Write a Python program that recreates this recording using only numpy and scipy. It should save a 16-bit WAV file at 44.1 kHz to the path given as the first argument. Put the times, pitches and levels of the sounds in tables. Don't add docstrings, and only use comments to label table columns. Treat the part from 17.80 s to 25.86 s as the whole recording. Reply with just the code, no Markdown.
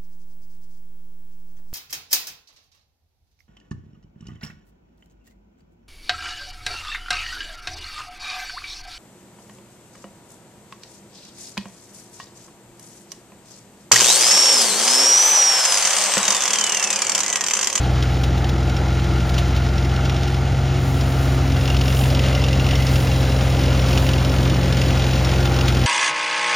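import sys
import numpy as np
from scipy import signal
from scipy.fft import rfft, irfft, next_fast_len
from scipy.io import wavfile
from scipy.ndimage import uniform_filter1d, map_coordinates

SR = 44100
rng = np.random.default_rng(int(sys.argv[2]) if len(sys.argv) > 2 else 0)


def dump_mix(stems):
    frames = np.atleast_2d(stems).T
    limited = np.clip(frames, -1, 1)
    pcm = np.round(limited * 32767).astype(np.int16)
    wavfile.write(sys.argv[1], SR, pcm)


def field_ratio(decibels):
    return 10 ** (np.asarray(decibels, dtype=float) / 20)


N = 355446

# (time [s], firing rate [1/s], blade-pass rate [1/s])
SPEED = [(0.0, 62.71, 85.15), (0.47, 63.04, 86.21), (0.95, 63.91, 87.37), (1.42, 63.23, 86.28),
         (1.9, 63.77, 87.02), (2.37, 65.32, 89.46), (2.84, 65.82, 89.87), (3.32, 66.02, 90.47),
         (3.79, 65.32, 89.26), (4.27, 65.21, 89.29), (4.74, 64.98, 88.91), (5.22, 65.04, 88.78),
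         (5.69, 64.44, 88.22), (6.16, 64.31, 88.13), (6.64, 64.62, 88.35), (7.11, 64.24, 87.94),
         (7.59, 64.47, 88.27), (8.06, 63.1, 87.11)]
# (time [s], facing [0 flank - 1 front])
FACING = [(0, 0.26), (2.6, 0.28), (3.4, 0.39), (4.2, 0.64), (5.5, 0.69), (8.06, 0.52)]
# (time [s], level [dB])
LOAD = [(0, 0.5), (1, 0.5), (2, 1), (2.5, -2), (3, -6), (3.5, -2.5), (4, 0), (4.5, .5), (5.5, -0.5), (6, 1),
        (7, -1.5), (8.06, 0)]
# (time [s], level [dB])
APPROACH = [(0, -27.5), (2, -27.5), (2.6, -28.5), (3.5, -27.5), (4.5, -27.5), (5.3, -27), (6.2, -25.5),
            (7, -25), (8.06, -25.5)]
# (order [per firing], flank [dB], front [dB], growth with effort [dB/dB])
EXHAUST = [(1, -21.5, -20.5, 0.7), (2, -24, -17.5, -0.2), (3, -46.5, -28, 0.76),
           (1.75, -41.5, -28.5, -0.84)]
EXHAUST_LAG = [(1, -.175), (2, .4), (3, -.25), (1.75, -.1)]
# (order [per firing], flank [dB], front [dB])
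BLOCK = [(3.75, -46, -47.5), (5.75, -56.5, -47), (7.25, -51, -39), (7.5, -52, -47.5), (9, -60, -32.5),
         (9.25, -46.5, -47), (9.5, -55, -36), (10.25, -52.5, -46), (11, -42, -54.5), (11.25, -48, -54),
         (12, -53, -55), (12.25, -53, -65), (12.75, -45, -62), (13.5, -42, -69)]
CYLINDERS = [-3.1, 0.33, 3.8, 0.42]
# (time [s], level [dB], width [s])
PUMP_SWELLS = [
    (1, -60, .7),
    (4.5, -55, .5),
    (5.4, -47, .3),
    (7.5, -50, .7),
]
# (order [per firing], time [s], level [dB], width [s])
PANELS = [(10.25, 3.2, -42, 1.0), (9, 4.4, -40, 1.0), (12.25, 2.4, -43, .45), (4.11, 3.5, -34, .8)]
# (frequency [Hz], density [dB/Hz])
FLANK_ROAR = [(80, -22.5), (140, -5), (180, -8), (350, -8.5), (400, -16.5), (500, -22.5), (600, -13),
              (640, -19), (800, -9), (1020, -29), (1220, -19.5), (1410, -12), (1570, -24), (2200, -24.5),
              (4800, -120)]
# (frequency [Hz], density [dB/Hz])
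FRONT_ROAR = [(82, -27), (140, -14), (155, -8.5), (264, -7), (382, -11.5), (492, -13), (527, -12),
              (634, -17.5), (719, -16.5), (1150, -19), (2200, -29.5), (2860, -68), (4840, -120)]
# (order [per blade pass], flank [dB], front [dB], beat depth [dB], beat period [s], loudest at [s])
BLADES = [(1, -26.5, -27.5, 0.2, 3.9, 1.6), (2, -37.5, -34.5, 4.5, 5.1, 1.43),
          (3, -45, -33, 4.5, 6.4, 5.93), (4, -44, -34, 4.5, 6.9, 1.8), (6, -62, -17, 5, 9, .1)]
BLADE_WANDER = [(1, .01), (2, .13), (3, .2), (4, .2), (6, .25)]
# (order [per blade pass], flank [dB], front [dB])
GEARS = [(3.5, -54, -43), (5, -46.5, -41.5), (8, -46, -46.5), (9, -49.5, -62.5)]
# (time [s], level [dB])
CROP = [(0, -36), (.6, -38.5), (1.5, -36.5), (2, -38), (2.4, -35.5), (2.7, -38), (3.2, -36.5), (4, -35),
        (4.4, -33), (4.7, -34.5), (5, -33), (5.9, -34), (6.2, -32), (6.6, -35), (7, -32), (7.8, -32.5),
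        (8.06, -32.5)]
# (frequency [Hz], density [dB/Hz])
STEMS = [(1200, -2.5), (1900, 1.5), (2800, 3), (4200, -1), (5400, -4), (7300, -6.5), (8500, -9.5),
         (11000, -20), (16000, -31)]
# (frequency [Hz], width [Hz], level [dB])
STEEL = [(2630, 1050, 0.5), (3490, 1920, -2), (5140, 300, 3), (8000, 2700, -16.5)]
# (frequency [Hz], width [Hz], level [dB])
KNIFE = [(2760, 90, 0), (2950, 200, -8)]
# (frequency [Hz], width [Hz], level [dB])
GUARD = [(2050, 60, 0)]
# (time [s], level [dB], width [s])
GUARD_RUBS = [
    (4.5, -42, .2),
    (5.05, -41, .28),
    (5.8, -44, .1),
]
# (time [s], level [dB], width [s])
BUMPS = [
    (1.6, -41.5, 0.31),
    (2.78, -39.5, 0.067),
    (3.14, -41, 0.092),
    (3.7, -36.5, 0.25),
    (5.1, -37.5, 0.38),
    (6.2, -48, 0.51),
    (7.16, -41, .1),
]
# (frequency [Hz], density [dB/Hz])
GROUND = [(20, -34), (35, -0.5), (55, 7), (100, 12), (160, -16), (260, -48)]
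# (time [s], level [dB])
BREEZE = [(0, -58.5), (1.3, -58), (2.9, -58.5), (3.1, -59), (4.6, -51), (5.6, -47.5), (8.06, -49)]
# (time [s], level [dB], width [s])
GUSTS = [
    (1.55, -59.5, .1),
    (3.1, -52, .1),
    (3.41, -49, 0.23),
    (3.86, -51, 0.14),
    (4.19, -40, 0.13),
    (5.17, -46.5, .16),
    (6.2, -48, 0.12),
]
# (frequency [Hz], density [dB/Hz])
GRASS = [(2500, -33), (5000, -13), (8000, 4), (10000, 1.5), (13000, -3.5), (16000, -7)]
# (time [s], usual clank [dB], knife ring [dB])
SLACK = [(0, -26, -16), (1.5, -25, -17), (2.3, -23, -12), (2.8, -28, -17), (3.6, -25, -15), (3.85, -15, -9),
         (4.5, -14.5, -6), (5.15, -15, -10), (5.45, -18, -14), (6.1, -16, -13), (6.55, -17, -13),
         (7.1, -14.5, -15), (8.06, -16, -18)]
# (time [s], peak [dB])
LONE_CLANKS = [(0.231, -15.8), (0.44, -17.5), (0.649, -18.8), (0.695, -18.5), (0.902, -16), (0.97, -16),
               (1.2, -20.2), (1.246, -19), (1.408, -18.5), (1.547, -15), (1.593, -48), (1.778, -31.5),
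               (1.985, -17.5), (2.053, -17), (2.167, -17.5), (2.234, -27), (2.257, -15.5), (2.302, -13),
               (2.369, -18), (2.436, -15.5), (2.481, -15), (2.548, -17.5), (3.215, -14.5), (3.726, -17.1)]
# (time [s], peak [dB])
HARD_CLANKS = [(3.905, -12.5), (3.972, -11), (4.017, -9.5), (4.084, -13), (4.353, -10.5), (4.398, -12),
               (4.488, -13.5), (4.532, -16), (4.555, -11), (4.645, -9.8), (4.69, -12), (4.735, -11.5),
               (4.802, -11.5), (4.915, -10.5), (4.96, -11), (5.072, -10), (5.162, -10), (6.136, -11.5),
               (6.181, -10), (6.294, -10.5), (6.34, -10), (6.453, -10.5), (6.702, -9.5), (6.929, -10),
               (6.974, -9.5), (7.02, -8.5), (7.451, -9), (7.655, -16), (7.815, -9.5), (7.883, -21)]
# (frequency [Hz], width [Hz], level [dB])
BAR = [(3010, 42, -1), (3660, 62, -4), (4660, 110, -6.5), (5110, 230, -6), (5480, 74, 0.5)]
# (time [s], level [dB], t60 [s])
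SNAPS = [
    (0.222, -29, 0.091),
    (0.433, -26.5, 0.077),
    (.575, -31.5, 0.08),
    (0.64, -28, 0.03),
    (.69, -24.5, 0.041),
    (1.491, -21, 0.033),
    (1.577, -23, 0.1),
    (1.76, -27.5, 0.091),
    (7.651, -23, 0.076),
    (7.879, -17, 0.058),
]
# (frequency [Hz], width [Hz], level [dB])
STALK = [(3540, 1100, 3)]
# (frequency [Hz], left lead [rad])
PORTS = [(60, .03), (400, .19), (690, .22), (950, .45), (1210, -.75), (1500, -.45), (2000, 0), (2350, 0),
         (2800, .6), (4600, .27), (5400, 0), (6700, 0), (7240, 1.2), (7800, np.pi), (9300, np.pi),
         (9850, 2.1), (13400, 1.45), (15800, .3)]
# (frequency [Hz], left minus right [dB])
LEAN = [(60, .6), (300, .2), (700, 1.8), (1500, 1), (2000, 0)]
# (frequency [Hz], level [dB])
SCATTER = [(60, -32), (300, -25), (700, -21), (1500, -16), (1850, -19), (2100, -34), (2300, -34),
           (2550, -19), (4400, -21), (5300, -30), (5800, -60), (9400, -60), (10000, -9), (13000, -10),
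           (16000, -20)]


def unit(x):
    return x / np.sqrt(np.mean(x ** 2) + 1e-20)


def along(points, hz):
    point_hz, value = np.transpose(points)
    return np.interp(np.log(hz + 1), np.log(point_hz + 1), value)


def curves(rows):
    time_s, *columns = np.transpose(rows)
    return [np.interp(np.arange(N) / SR, time_s, column) for column in columns]


def wobble(rate_hz):
    coarse = np.arange(0, N + 64, 64)
    knots = rng.standard_normal(SR // 100)
    return np.interp(np.arange(N), coarse, map_coordinates(knots, [coarse * rate_hz / SR]))


def swells(rows):
    t = np.arange(N) / SR
    return sum(field_ratio(db) * np.exp(-((t - s) / width_s) ** 2) for s, db, width_s in rows)


def burst(t, rise, t60):
    return (1 - np.exp(-(t / rise) ** 2)) * field_ratio(-60 * t / t60)


def tone(turns):
    return np.sqrt(2) * np.cos(2 * np.pi * turns)


def filtered(x, response):
    m = next_fast_len(N + SR // 2)
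    return irfft(rfft(x, m) * response(np.fft.rfftfreq(m, 1 / SR)), m)[..., :N]


def coloured(x, spectrum):
    return unit(filtered(x, lambda hz: field_ratio(along(spectrum, hz))))


def ringing(x, modes):
    def response(hz):
        total = 0
        for k, (mode_hz, width_hz, db) in enumerate(modes):
            damping = 1j * hz * width_hz
            total = total + (-1) ** k * field_ratio(db) * damping / (mode_hz * mode_hz - hz * hz + damping)
        return total
    return filtered(x, response)


def patchy(patchy_db):
    z = signal.stft(rng.standard_normal(N), nperseg=512)[2]
    field = uniform_filter1d(rng.standard_normal(z.shape), size=6, axis=0)
    field = uniform_filter1d(field, size=12, axis=1)
    return signal.istft(z * field_ratio(patchy_db * unit(field)), nperseg=512)[1][:N]


def turns():
    return [np.cumsum(rate) / SR for rate in curves(SPEED)]


def heading(flank_db, front_db):
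    return flank_db + np.clip(curves(FACING)[0], 0, 1) * (front_db - flank_db)


def orders(table, turning):
    wander_turns = .1
    total = 0
    for order, flank_db, front_db in table:
        gain = field_ratio(heading(flank_db, front_db) + 1.33 * wobble(4))
        total = total + gain * tone(order * turning + rng.random() + wander_turns * wobble(2.98))
    return total


def exhaust(firings):
    effort_db, = curves(LOAD)
    total = 0
    for (order, lag_turns), (_, flank_db, front_db, growth) in zip(EXHAUST_LAG, EXHAUST):
        gain = field_ratio(heading(flank_db, front_db) + growth * effort_db + 0.71 * wobble(12))
        total = total + gain * tone(order * firings + lag_turns + 0.0021 * wobble(3.9))
    return total


def combustion(firings):
    strength = field_ratio(np.asarray(CYLINDERS))[np.floor(firings).astype(int) % 4]
    return strength * burst(firings % 1 / 64, rise=0.001, t60=0.43)


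def roar(firings):
    knock_db = -5
    level_db, = curves(APPROACH)
    facing = np.clip(curves(FACING)[0], 0, 1)
    patterns = rng.standard_normal((12, 2048))
    place = [np.arange(N) * .9 / SR, firings / 4 % 1 * 2048]
    knock = map_coordinates(patterns, place, order=1, mode="grid-wrap")
    source = patchy(patchy_db=1.8) + field_ratio(knock_db) * unit(knock * combustion(firings))
    flank = (1 - facing) * coloured(source, FLANK_ROAR)
    front = facing * coloured(source, FRONT_ROAR)
    return field_ratio(level_db - 0.5) * (flank + front)


def whines(firings):
    pump_order, pump_db = 61.5, -61
    wander_turns = .004
    rows = [(pump_order, field_ratio(pump_db) + swells(PUMP_SWELLS))]
    rows += [(order, swells([swell])) for order, *swell in PANELS]
    total = 0
    for order, gain in rows:
        total = total + gain * field_ratio(1.5 * wobble(6)) * tone(order * (firings + wander_turns * wobble(25)))
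    return total


def bonnet(firings):
    harsh_at, ring_order = 2.1, 11
    since = (firings - harsh_at) % 4
    ring = np.sin(2 * np.pi * (ring_order * since + .2 * wobble(9)))
    gain = field_ratio(heading(flank_db=-41, front_db=-14) + 3 * wobble(8))
    return gain * burst(since / 64, rise=0.0038, t60=0.053) * ring


def blades(passes):
    lead_turns, t = -.37, np.arange(N) / SR
    total = 0
    for (order, wander_turns), row in zip(BLADE_WANDER, BLADES):
        _, flank_db, front_db, beat_db, period_s, top_s = row
        beat = beat_db * np.cos(2 * np.pi * (t - top_s) / period_s)
        gain = field_ratio(heading(flank_db, front_db) + beat + 0.71 * wobble(7))
        total = total + gain * tone(order * passes + lead_turns + wander_turns * wobble(2.5))
    return total


def cutting(passes, firings):
    rattle_db, guard_db = -9.5, -48
    effort_db, = curves(CROP)
    disc = passes / 2 + .3
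    strength = field_ratio(rng.uniform(-4, 4, SR // 50))[np.floor(disc).astype(int)]
    gate = strength * burst(disc % 1 / 44, rise=.002, t60=.045)
    rattle = unit(gate) * coloured(rng.standard_normal(N), STEMS)
    rattle += 0.31 * unit(ringing(gate * rng.standard_normal(N), STEEL + KNIFE))
    guard = unit(ringing((gate + 0.31) * rng.standard_normal(N), GUARD))
    guard_gain = (field_ratio(guard_db) + swells(GUARD_RUBS)) * field_ratio(-2)
    hiss = field_ratio(1.1 * wobble(27)) * coloured(patchy(patchy_db=0.5), STEMS)
    clatter = unit(combustion(firings)) * coloured(rng.standard_normal(N), STEMS)
    return field_ratio(effort_db) * (hiss + 0.36 * clatter + field_ratio(rattle_db) * rattle) + guard_gain * guard


def rumble():
    rolling_db = -43
    gain = (field_ratio(rolling_db) + swells(BUMPS)) * field_ratio(7.0)
    return gain * coloured(rng.standard_normal(N), GROUND)


def rustle():
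    gain = (field_ratio(curves(BREEZE)[0]) + swells(GUSTS)) * field_ratio(5.5 + 1.2 * wobble(22))
    return gain * coloured(patchy(patchy_db=1.0), GRASS)


def clanks(passes):
    spread_db, rebound_db, ring_scatter_db = 2.8, 5, 2
    scrape_t60_s = .046
    tick_db, tick_s = 10, .0035
    disc = passes / 2 + .42
    start = np.interp(np.arange(1, int(disc[-1])), disc, np.arange(N))
    usual_db, ring_db = (c[start.astype(int)] for c in curves(SLACK))
    chance = rng.random((len(start), 2))
    strength_db = usual_db + spread_db * np.log(chance[:, 0] + 1e-3)
    ring_db = ring_db + rng.normal(0, ring_scatter_db, len(start))

    hard_s, hard_db = np.transpose(list(LONE_CLANKS) + list(HARD_CLANKS))
    turn = np.abs(hard_s[:, None] * SR - start).argmin(axis=1)
    strength_db[np.minimum(turn + 1, len(start) - 1)] -= rebound_db
    strength_db[turn] = hard_db - 2.0

    scrape, ring = np.zeros((2, N + SR))
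    t = np.arange(SR // 25) / SR
    scrape_shape = burst(t, rise=0.0021, t60=scrape_t60_s)
    ring_shape = burst(t, rise=0.0022, t60=0.029)
    onset = (start + SR * .002 * (chance[:, 1] - 1)).astype(int)
    for at, db, knife_db in zip(onset, strength_db, ring_db):
        noise = rng.standard_normal((2, len(t)))
        scrape[at:][:len(t)] += field_ratio(db - 15.0) * unit(scrape_shape * noise[0])
        scrape[at + round(tick_s * SR)] += field_ratio(db + tick_db) * np.sign(noise[0, 0])
        ring[at:][:len(t)] += field_ratio(db + knife_db - 15.0) * unit(ring_shape * noise[1])
    return field_ratio(5.0) * ringing(scrape[:N], STEEL + BAR) + field_ratio(22.5) * ringing(ring[:N], KNIFE)


def snaps():
    shape, t = np.zeros(N + SR), np.arange(SR // 4) / SR
    for s, db, t60_s in SNAPS:
        shape[round(s * SR):][:len(t)] += field_ratio(db) * burst(t, rise=0.0032, t60=t60_s)
    crack = coloured(rng.standard_normal(N), STEMS)
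    hollow = unit(ringing(rng.standard_normal(N), STALK))
    return shape[:N] * (crack + hollow)


def scene():
    firings, passes = turns()
    engine = exhaust(firings) + orders(BLOCK, firings) + roar(firings) + whines(firings) + bonnet(firings)
    mower = blades(passes) + orders(GEARS, passes) + cutting(passes, firings) + clanks(passes) + snaps()
    return np.tile(engine + mower + rumble() + rustle(), (2, 1))


def scattered(x):
    hz, _, z = signal.stft(x, SR, nperseg=1024)
    phase = np.exp(2j * np.pi * rng.random(z.shape))
    z = z * field_ratio(along(SCATTER, hz) + 5.0)[:, None] * phase
    return signal.istft(z, nperseg=1024)[1][:N]


def roll_off(x):
    return signal.sosfilt(signal.butter(12, 16180, fs=SR, output="sos"), x)


def record(dry):
    top_hz = 15870
    half = np.array([[.5], [-.5]])
    ports = filtered(dry, lambda hz: np.exp(1j * half * along(PORTS, hz)) * field_ratio(half * along(LEAN, hz)))
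    heard = filtered(ports + 2 * half * scattered(dry[0]), lambda hz: hz < top_hz)
    return roll_off(heard)


dry = scene()
out = record(dry)
dump_mix(out)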